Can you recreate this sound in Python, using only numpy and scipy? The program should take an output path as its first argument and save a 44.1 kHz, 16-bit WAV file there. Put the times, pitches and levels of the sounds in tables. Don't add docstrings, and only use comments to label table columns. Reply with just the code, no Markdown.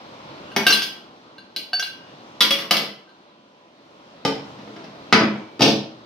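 import sys
import numpy as np
from scipy import signal
from scipy.fft import rfft, irfft, next_fast_len
from scipy.io import wavfile

SR = 44100
rng = np.random.default_rng(int(sys.argv[2]) if len(sys.argv) > 2 else 0)


def invert_db(level):
    return 10 ** (np.asarray(level, dtype=float) / 20)


def persist_wave(psi):
    counts = np.round(np.clip(psi, -1, 1) * 32767).astype(np.int16)
    wavfile.write(sys.argv[1], SR, np.atleast_2d(counts).T)


N = 267113

# t/s, effort as rumble level/dB
ARM_EFFORT = [(0, -45.5), (.55, -41), (1.05, -48), (1.7, -51), (2.05, -46), (2.4, -46.5), (3.05, -53.5),
              (3.7, -55), (4.0, -49.5), (4.2, -46), (4.5, -43), (5.1, -43), (5.55, -46), (6.06, -49.5)]
# f/Hz, density/dB per Hz
RUMBLE = [(30, -24.5), (60, -15.5), (90, -21.5), (130, -9), (200, -3.5), (300, -0.5), (430, -8), (600, -3),
          (800, -12.5), (1050, -11.5), (1300, -27.5), (2500, -29), (4000, -49.5), (6000, -90.5)]
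# f/Hz, density/dB per Hz
RUSTLE = [(700, -5.5), (1200, 1.5), (1600, -10), (2500, -10), (3500, -6), (5000, -16.5), (6200, -10.5),
          (7400, -9.5), (8600, -33.5), (11000, -28), (16000, -31)]
# f/Hz, rms level/dB
HUM = [(200, -70.5), (335, -74.5), (435, -73), (585, -69), (1000, -71)]
# f/Hz, likeness [0..1]
LIKENESS = [(60, 0.99), (250, 0.97), (500, 0.69), (1000, 0.64), (2000, 0.075), (8000, 0.075)]
# f/Hz, t60/s
KITCHEN = [(100, 0.56), (300, 0.49), (1000, 0.47), (3000, 0.44), (6000, 0.37), (12000, 0.3)]
# f/Hz, level/dB
MICROPHONE = [(30, -17), (60, -12), (120, -3.5), (5200, 2.5), (6400, -8.5), (7400, -17), (8600, -8.5),
              (14500, -8), (15600, -10), (16200, -31)]
STILL_DB, RUSTLE_AT_REST_DB, RUSTLE_FOLLOWS = -55, -69, 0.99
DEEP_AT_REST_DB, DEEP_FOLLOWS = -3.5, .9

# f/Hz, level/dB, t60/s
OVEN_MODES = [(142.3, -27, .2), (153, -18, 0.11), (214.2, 1, 0.18), (238.5, -9, 0.33), (284, -11.5, 0.15),
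              (324.6, -1.5, 0.16), (390, -11.5, 0.067), (450, -3, 0.1), (510, -6.5, 0.035),
              (554.6, -11.5, 0.22), (702, -9, 0.3), (926.5, -3, 0.51)]
# f/Hz, level/dB, t60/s
RING_MODES = [(1210, -9, .05), (1400, -8, .07), (2020, -7, .08), (2234, -6, .09), (3000, -3, .06),
              (3327, -1, .07), (3542, -1, .06), (3994, -10, .04), (4970, -6, .05), (5954, -6, .04)]
PLATE_HZ = [720, 1567, 1642, 2288, 2751, 2897, 3520, 3790, 4090, 4495, 4532, 4960, 5270, 5682, 6500]
# level/dB, t60/s
PLATE_RINGING = [(-10, 0.055), (1, 0.13), (-12, 0.15), (-13, 0.27), (2, 0.089), (1, 0.19), (-5, 0.14),
                 (-15, 0.31), (-0.5, 0.074), (-7.5, .2), (-4, 0.25), (-5.5, 0.22), (-26, .15), (-6, 0.082),
                 (3, 0.17)]
# f/Hz, level/dB, t60/s
PLATE_TOP = [(9050, 6.5, 0.46), (8500, -17.5, 0.7), (8800, -19, 0.25), (9600, -0.5, 0.26),
             (10950, 8.5, 0.41), (11930, 4, 0.38), (12220, -29.5, 0.46), (12900, -12, 0.57),
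             (12990, -21.5, 0.22), (13900, -28, 0.28), (14170, -27, 0.55), (14930, 0, 0.19),
             (15500, -10, 0.14), (15000, -1.5, 0.1)]
# t/s, f/Hz, level/dB, t60/s
SINGING = [(.565, 398.4, -17, 0.23), (.565, 5230, -27, .1), (.74, 1567, -22, 0.43),
           (5.62, 445, -12.5, 0.27), (3.075, 1567, -50, 0.27), (1.733, 736, -26.5, 0.1),
           (1.797, 1567, -23.5, 0.42), (1.797, 2897, -28.5, 0.48), (2.407, 3370, -10.5, 0.14),
           (2.41, 3558, -9, 0.11), (2.41, 992, -18.5, 0.19), (2.411, 1400, -17.5, 0.22),
           (2.507, 557.7, -19.5, 0.21), (2.71, 3030, -11, 0.13), (2.71, 2234, -34, 0.2),
           (2.768, 2024, -28.5, 0.28), (4.255, 277, -16.5, 0.48), (4.255, 1196, -23.5, .2),
           (4.252, 5430, -36, .2), (4.252, 3055, -26, 0.17), (5.127, 2300, -29, 0.83),
           (5.127, 5440, -40, .25), (5.127, 1782, -22, .25), (5.127, 4100, -13, 0.087),
           (5.13, 990, -16.5, 0.3), (5.14, 210, -7, 0.33), (5.62, 317, -17, 0.23), (5.62, 532, -15, .3)]
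# t/s, f/Hz, level/dB, stopped at t/s
STOPPED = [
    (1.733, 4531, -18, 1.796),
    (5.127, 4988, -21, 5.24),
    (2.507, 3330, -12, 2.533),
    (.725, 4092, -11.5, 0.734),
]
FREE_T60_S, STOPPED_T60_S = 0.58, .12

# low f/Hz, high f/Hz
KNOCK_EDGES_HZ = [(2200, 7500), (125, 800), (600, 2800), (7000, 17000)]
# t/s, strength/dB, weight (boom over tick)/dB, contact length/s
HAND_KNOCKS = [
    (.563, -9, 2.5, 0.004),
    (.6665, -4, -7.5, 0.0054),
    (.683, -19.5, -8, 0.0039),
    (.70, -16, -6.5, 0.011),
    (.73, -15.5, -23.5, 0.025),
    (.82, -22, -27.5, 0.02),
]
# t/s, strength/dB, weight/dB, contact length/s
RING_TAPS = [
    (1.5625, -17, -11, 0.0031),
    (1.733, -26.5, -26, .004),
    (1.796, -16.5, -40, 0.0026),
    (1.826, -28.5, -26, 0.018),
]
# t/s, strength/dB, weight/dB, contact length/s
RING_KNOCKS = [
    (2.406, -4.5, -13, 0.008),
    (2.42, -6, -19.5, 0.0033),
    (2.44, -24.5, 5, 0.0047),
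    (2.507, -7, -13.5, 0.0053),
    (2.525, -32.5, -19.5, .0024),
    (2.585, -26, -3, 0.024),
    (2.709, -2.5, -6.5, 0.005),
    (2.768, -12.5, -24.5, 0.004),
    (2.79, -42.5, 16.5, 0.026),
]
# t/s, strength/dB, weight/dB, contact length/s
PLATE_KNOCKS = [
    (4.250, -8, 3.7, 0.003),
    (4.28, -40, 8, .0063),
    (4.335, -42, 8, 0.03),
    (4.585, -47, 10.5, 0.017),
    (4.675, -52, 24.8, 0.0056),
    (4.763, -38, 12, 0.0038),
    (4.840, -41.5, 12.5, 0.0084),
]
# t/s, strength/dB, weight/dB, contact length/s
SEATING_KNOCKS = [
    (5.1255, -6, 1.5, 0.0068),
    (5.140, -26, 20, 0.0023),
    (5.156, -38.5, 28, 0.0023),
    (5.208, -34, 26.5, 0.005),
    (5.245, -44.5, 16, 0.015),
    (5.357, -57.5, 31, 0.0076),
]
# t/s, strength/dB, weight/dB, contact length/s
PRESSING_KNOCKS = [
    (5.594, -25.5, 11, .014),
    (5.607, -11, 10, .005),
    (5.619, -4, -1.5, 0.0094),
    (5.640, -13.5, -1.5, 0.017),
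    (5.657, -37, 27.5, .024),
    (5.678, -13.5, -15.5, 0.012),
    (5.705, -52, 12, .015),
]
CLACK_FOLLOWS_WEIGHT, AIR_FOLLOWS_STRENGTH = 0.7, 0.97
# t/s, strength/dB, dullness/dB per octave, f/Hz of the mode favoured by the spot, its level/dB
CLINKS = [(.517, -40, 7, 2800, -49.5), (0.6664, -6.5, 10, 3510, -16.5), (0.681, -29.5, -2, 2740, -16.5),
          (0.693, -34, -1, 4520, -16), (.705, -15, 14, 5680, -2), (.725, -28, -6.5, 2850, -16),
          (0.769, -46, 4, 4730, -22.5), (.820, -24, 3, 5680, -19.5), (1.382, -38, 9.5, 4000, -36),
          (1.563, -34.5, 3, 4050, -18.5), (1.732, -19, 9.5, 4520, -27.5), (1.796, -24, 5.5, 5680, -12.5),
          (1.826, -21.5, 7.5, 4070, -21), (3.091, -52, 9, 4090, -52)]
LOWEST_RING_HZ, TOP_RING_HZ = 1570, 5680
SPOT_DB_PER_OCTAVE = 86.5


def at_hz(points, hz):
    table_hz, values = np.array(points).T
    return np.interp(np.log(hz), np.log(table_hz), values)


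def band(x, low_hz, high_hz):
    return signal.sosfilt(signal.butter(2, [low_hz, high_hz], "band", fs=SR, output="sos"), x)


def drift(rate_hz):
    knots = rng.standard_normal(400)
    position = np.arange(N) / SR * np.clip(rate_hz, .1, 60)
    return np.interp(position, np.arange(400), knots) * 1.2


def ring(force, hz, t60):
    radius = invert_db(-60 / (t60 * SR))
    angle = 2 * np.pi * hz / SR
    return signal.lfilter([0, np.sin(angle)], [1, -2 * radius * np.cos(angle), radius ** 2], force + 1e-18)


def stereo_bands(length, gain):
    out = 0
    edges = 30 * 2 ** np.arange(0, 9.3, .4)
    white = rng.standard_normal((2, 2, length))
    for k, (low, high) in enumerate(zip(edges, edges[1:])):
        mid, side = band(white[k % 2], low, high)
        hz = np.sqrt(low * high)
        alike = np.clip(at_hz(LIKENESS, hz), 0, 1)
        pair = np.sqrt(1 + alike) * mid + np.sqrt(1 - alike) * side * [[1], [-1]]
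        out = out + gain(hz) * pair
    return out


def background():
    t = np.arange(N) / SR
    rumble_db = np.interp(t, *np.transpose(ARM_EFFORT))
    effort_db = rumble_db - STILL_DB
    rustle_db = RUSTLE_AT_REST_DB + RUSTLE_FOLLOWS * effort_db
    deep_db = DEEP_AT_REST_DB + DEEP_FOLLOWS * effort_db
    together = drift(3.1)

    def air_gain(hz):
        flicker_db = 0.94 * together + 1.2 * drift(10.0)
        rumble = invert_db(rumble_db + (hz < 160) * deep_db + at_hz(RUMBLE, hz) + 16.0)
        rustle = invert_db(rustle_db + at_hz(RUSTLE, hz) + 19.5)
        return invert_db(flicker_db) * (rumble + rustle)

    air = stereo_bands(N, air_gain)
    hum = 0
    for hz, db in HUM:
        level = invert_db(db + 5.4 * drift(6.0)) * np.sqrt(2)
        hum = hum + level * np.sin(2 * np.pi * hz * t + 1.1 * drift(15.0))
    return air + hum


def kitchen(x, build_s):
    t = np.arange(SR * 3 // 4) / SR
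    tail = stereo_bands(len(t), lambda hz: invert_db(-60 * t / at_hz(KITCHEN, hz)))
    tail = tail * (1 - np.exp(-t / build_s))
    tail = tail / np.sqrt(np.sum(tail ** 2) / 2)
    size = next_fast_len(N + len(t))
    return irfft(rfft(x, size) * rfft(tail, size), size)[:, :N]


def contacts(table, clack_db, air_db):
    rows = []
    for s, tick_db, weight, length in table:
        clack = tick_db + CLACK_FOLLOWS_WEIGHT * weight + clack_db
        air = AIR_FOLLOWS_STRENGTH * tick_db + air_db
        rows.append((s, tick_db, tick_db + weight, clack, air, length))
    return rows


def knocks(table, crack_db, body_db, boom_db):
    span = 4096
    force = np.zeros((4, N + span))
    grit = rng.standard_normal((len(table), 4, span))
    for (s, *levels_db, length), noise in zip(table, grit):
        at = int(s * SR)
        fade = np.exp(-np.arange(span) / SR / np.clip(length, .0005, .03))
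        force[:, at:at + span] += invert_db(levels_db)[:, None] * noise * fade
    parts = []
    for f, (low, high) in zip(force, KNOCK_EDGES_HZ):
        steep = band(band(f[:N] + 1e-18, low, high), low, high)
        parts.append(steep * np.sqrt(SR / 2 / (high - low)))
    tick, boom, clack, air = parts
    body = sum(invert_db(db) * ring(tick + clack, hz, t60) for hz, db, t60 in RING_MODES)
    oven = sum(invert_db(db) * ring(boom, hz, min(t60, .22)) for hz, db, t60 in OVEN_MODES)
    return invert_db(crack_db) * (tick + clack + boom + air) + invert_db(body_db) * body + invert_db(boom_db) * oven


def singing():
    t = np.arange(N) / SR
    out = np.zeros(N)
    for s, hz, db, t60 in SINGING:
        level = invert_db(db - 60 * np.maximum(t - s, 0) / t60) * (t > s)
        out += level * np.sin(2 * np.pi * hz * (t - s))
    return out


def stopped():
    t = np.arange(N) / SR
    out = np.zeros(N)
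    for s, hz, db, stop in STOPPED:
        free_loss = np.maximum(t - s, 0) / FREE_T60_S
        touch_loss = np.maximum(t - stop, 0) / STOPPED_T60_S
        level = invert_db(db - 60 * (free_loss + touch_loss)) * (t > s)
        out += level * np.sin(2 * np.pi * hz * (t - s))
    return out


def struck_db(rows, hz):
    _, db, dull, spot_hz, spot_db = rows.T
    spot = invert_db(spot_db - SPOT_DB_PER_OCTAVE * np.abs(np.log2(hz / spot_hz)))
    octaves_up = np.log2(np.clip(hz, LOWEST_RING_HZ, TOP_RING_HZ) / LOWEST_RING_HZ)
    return 20 * np.log10(invert_db(db - dull * octaves_up) + spot)


def clinks():
    rows, out = np.array(CLINKS), np.zeros(N)
    at = (rows[:, 0] * SR).astype(int)
    modes = [(hz, db, t60) for hz, (db, t60) in zip(PLATE_HZ, PLATE_RINGING)]
    modes += [(hz, db - 7.0, min(t60, .13)) for hz, db, t60 in PLATE_TOP]
    signs = rng.choice([-1, 1], (len(rows), len(modes)))
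    for k, (hz, level_db, t60) in enumerate(modes):
        force = np.zeros(N)
        force[at] = signs[:, k] * invert_db(level_db + struck_db(rows, hz))
        out += ring(force, hz, t60)
    return out


def scene():
    glass = clinks() + singing()
    free = stopped()
    ring_blows = (contacts(HAND_KNOCKS, clack_db=-1.5, air_db=-2)
                  + contacts(RING_TAPS, clack_db=-12, air_db=-2.5)
                  + contacts(RING_KNOCKS, clack_db=-1.5, air_db=-4))
    plate_blows = (contacts(PLATE_KNOCKS, clack_db=-4.5, air_db=-17.5)
                   + contacts(SEATING_KNOCKS, clack_db=3.5, air_db=-17.5)
                   + contacts(PRESSING_KNOCKS, clack_db=-13, air_db=-15))
    blows = knocks(ring_blows, crack_db=-7.0, body_db=-44.5, boom_db=-58.5)
    blows = blows + knocks(plate_blows, crack_db=-7.0, body_db=-64.0, boom_db=-54.5)
    direct = invert_db(-4) * (glass + free) + blows
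    reflections = kitchen(invert_db(-9) * glass + invert_db(-17.5) * free + invert_db(4.0) * blows, build_s=0.00081)
    lag, far_lag, left_db = 1, 12, .9
    late = np.r_[np.zeros(lag), direct[:-lag]]
    left, right = background()
    return np.array([invert_db(left_db) * direct + left, late + np.roll(right, far_lag)]) + reflections


def low_pass(x):
    return signal.sosfilt(signal.butter(12, 16790, fs=SR, output="sos"), x)


def record(dry):
    size = next_fast_len(N + SR // 4)
    hz = np.maximum(np.arange(size // 2 + 1) * SR / size, 1)
    x = irfft(rfft(dry, size) * invert_db(at_hz(MICROPHONE, hz)), size)[:, :N]
    x = x / (1 + (x / 1.05) ** 4) ** .25
    mix = signal.sosfilt(signal.cheby2(12, 60, 16800, fs=SR, output="sos"), x)
    return low_pass(mix)


dry = scene()
out = record(dry)
persist_wave(out)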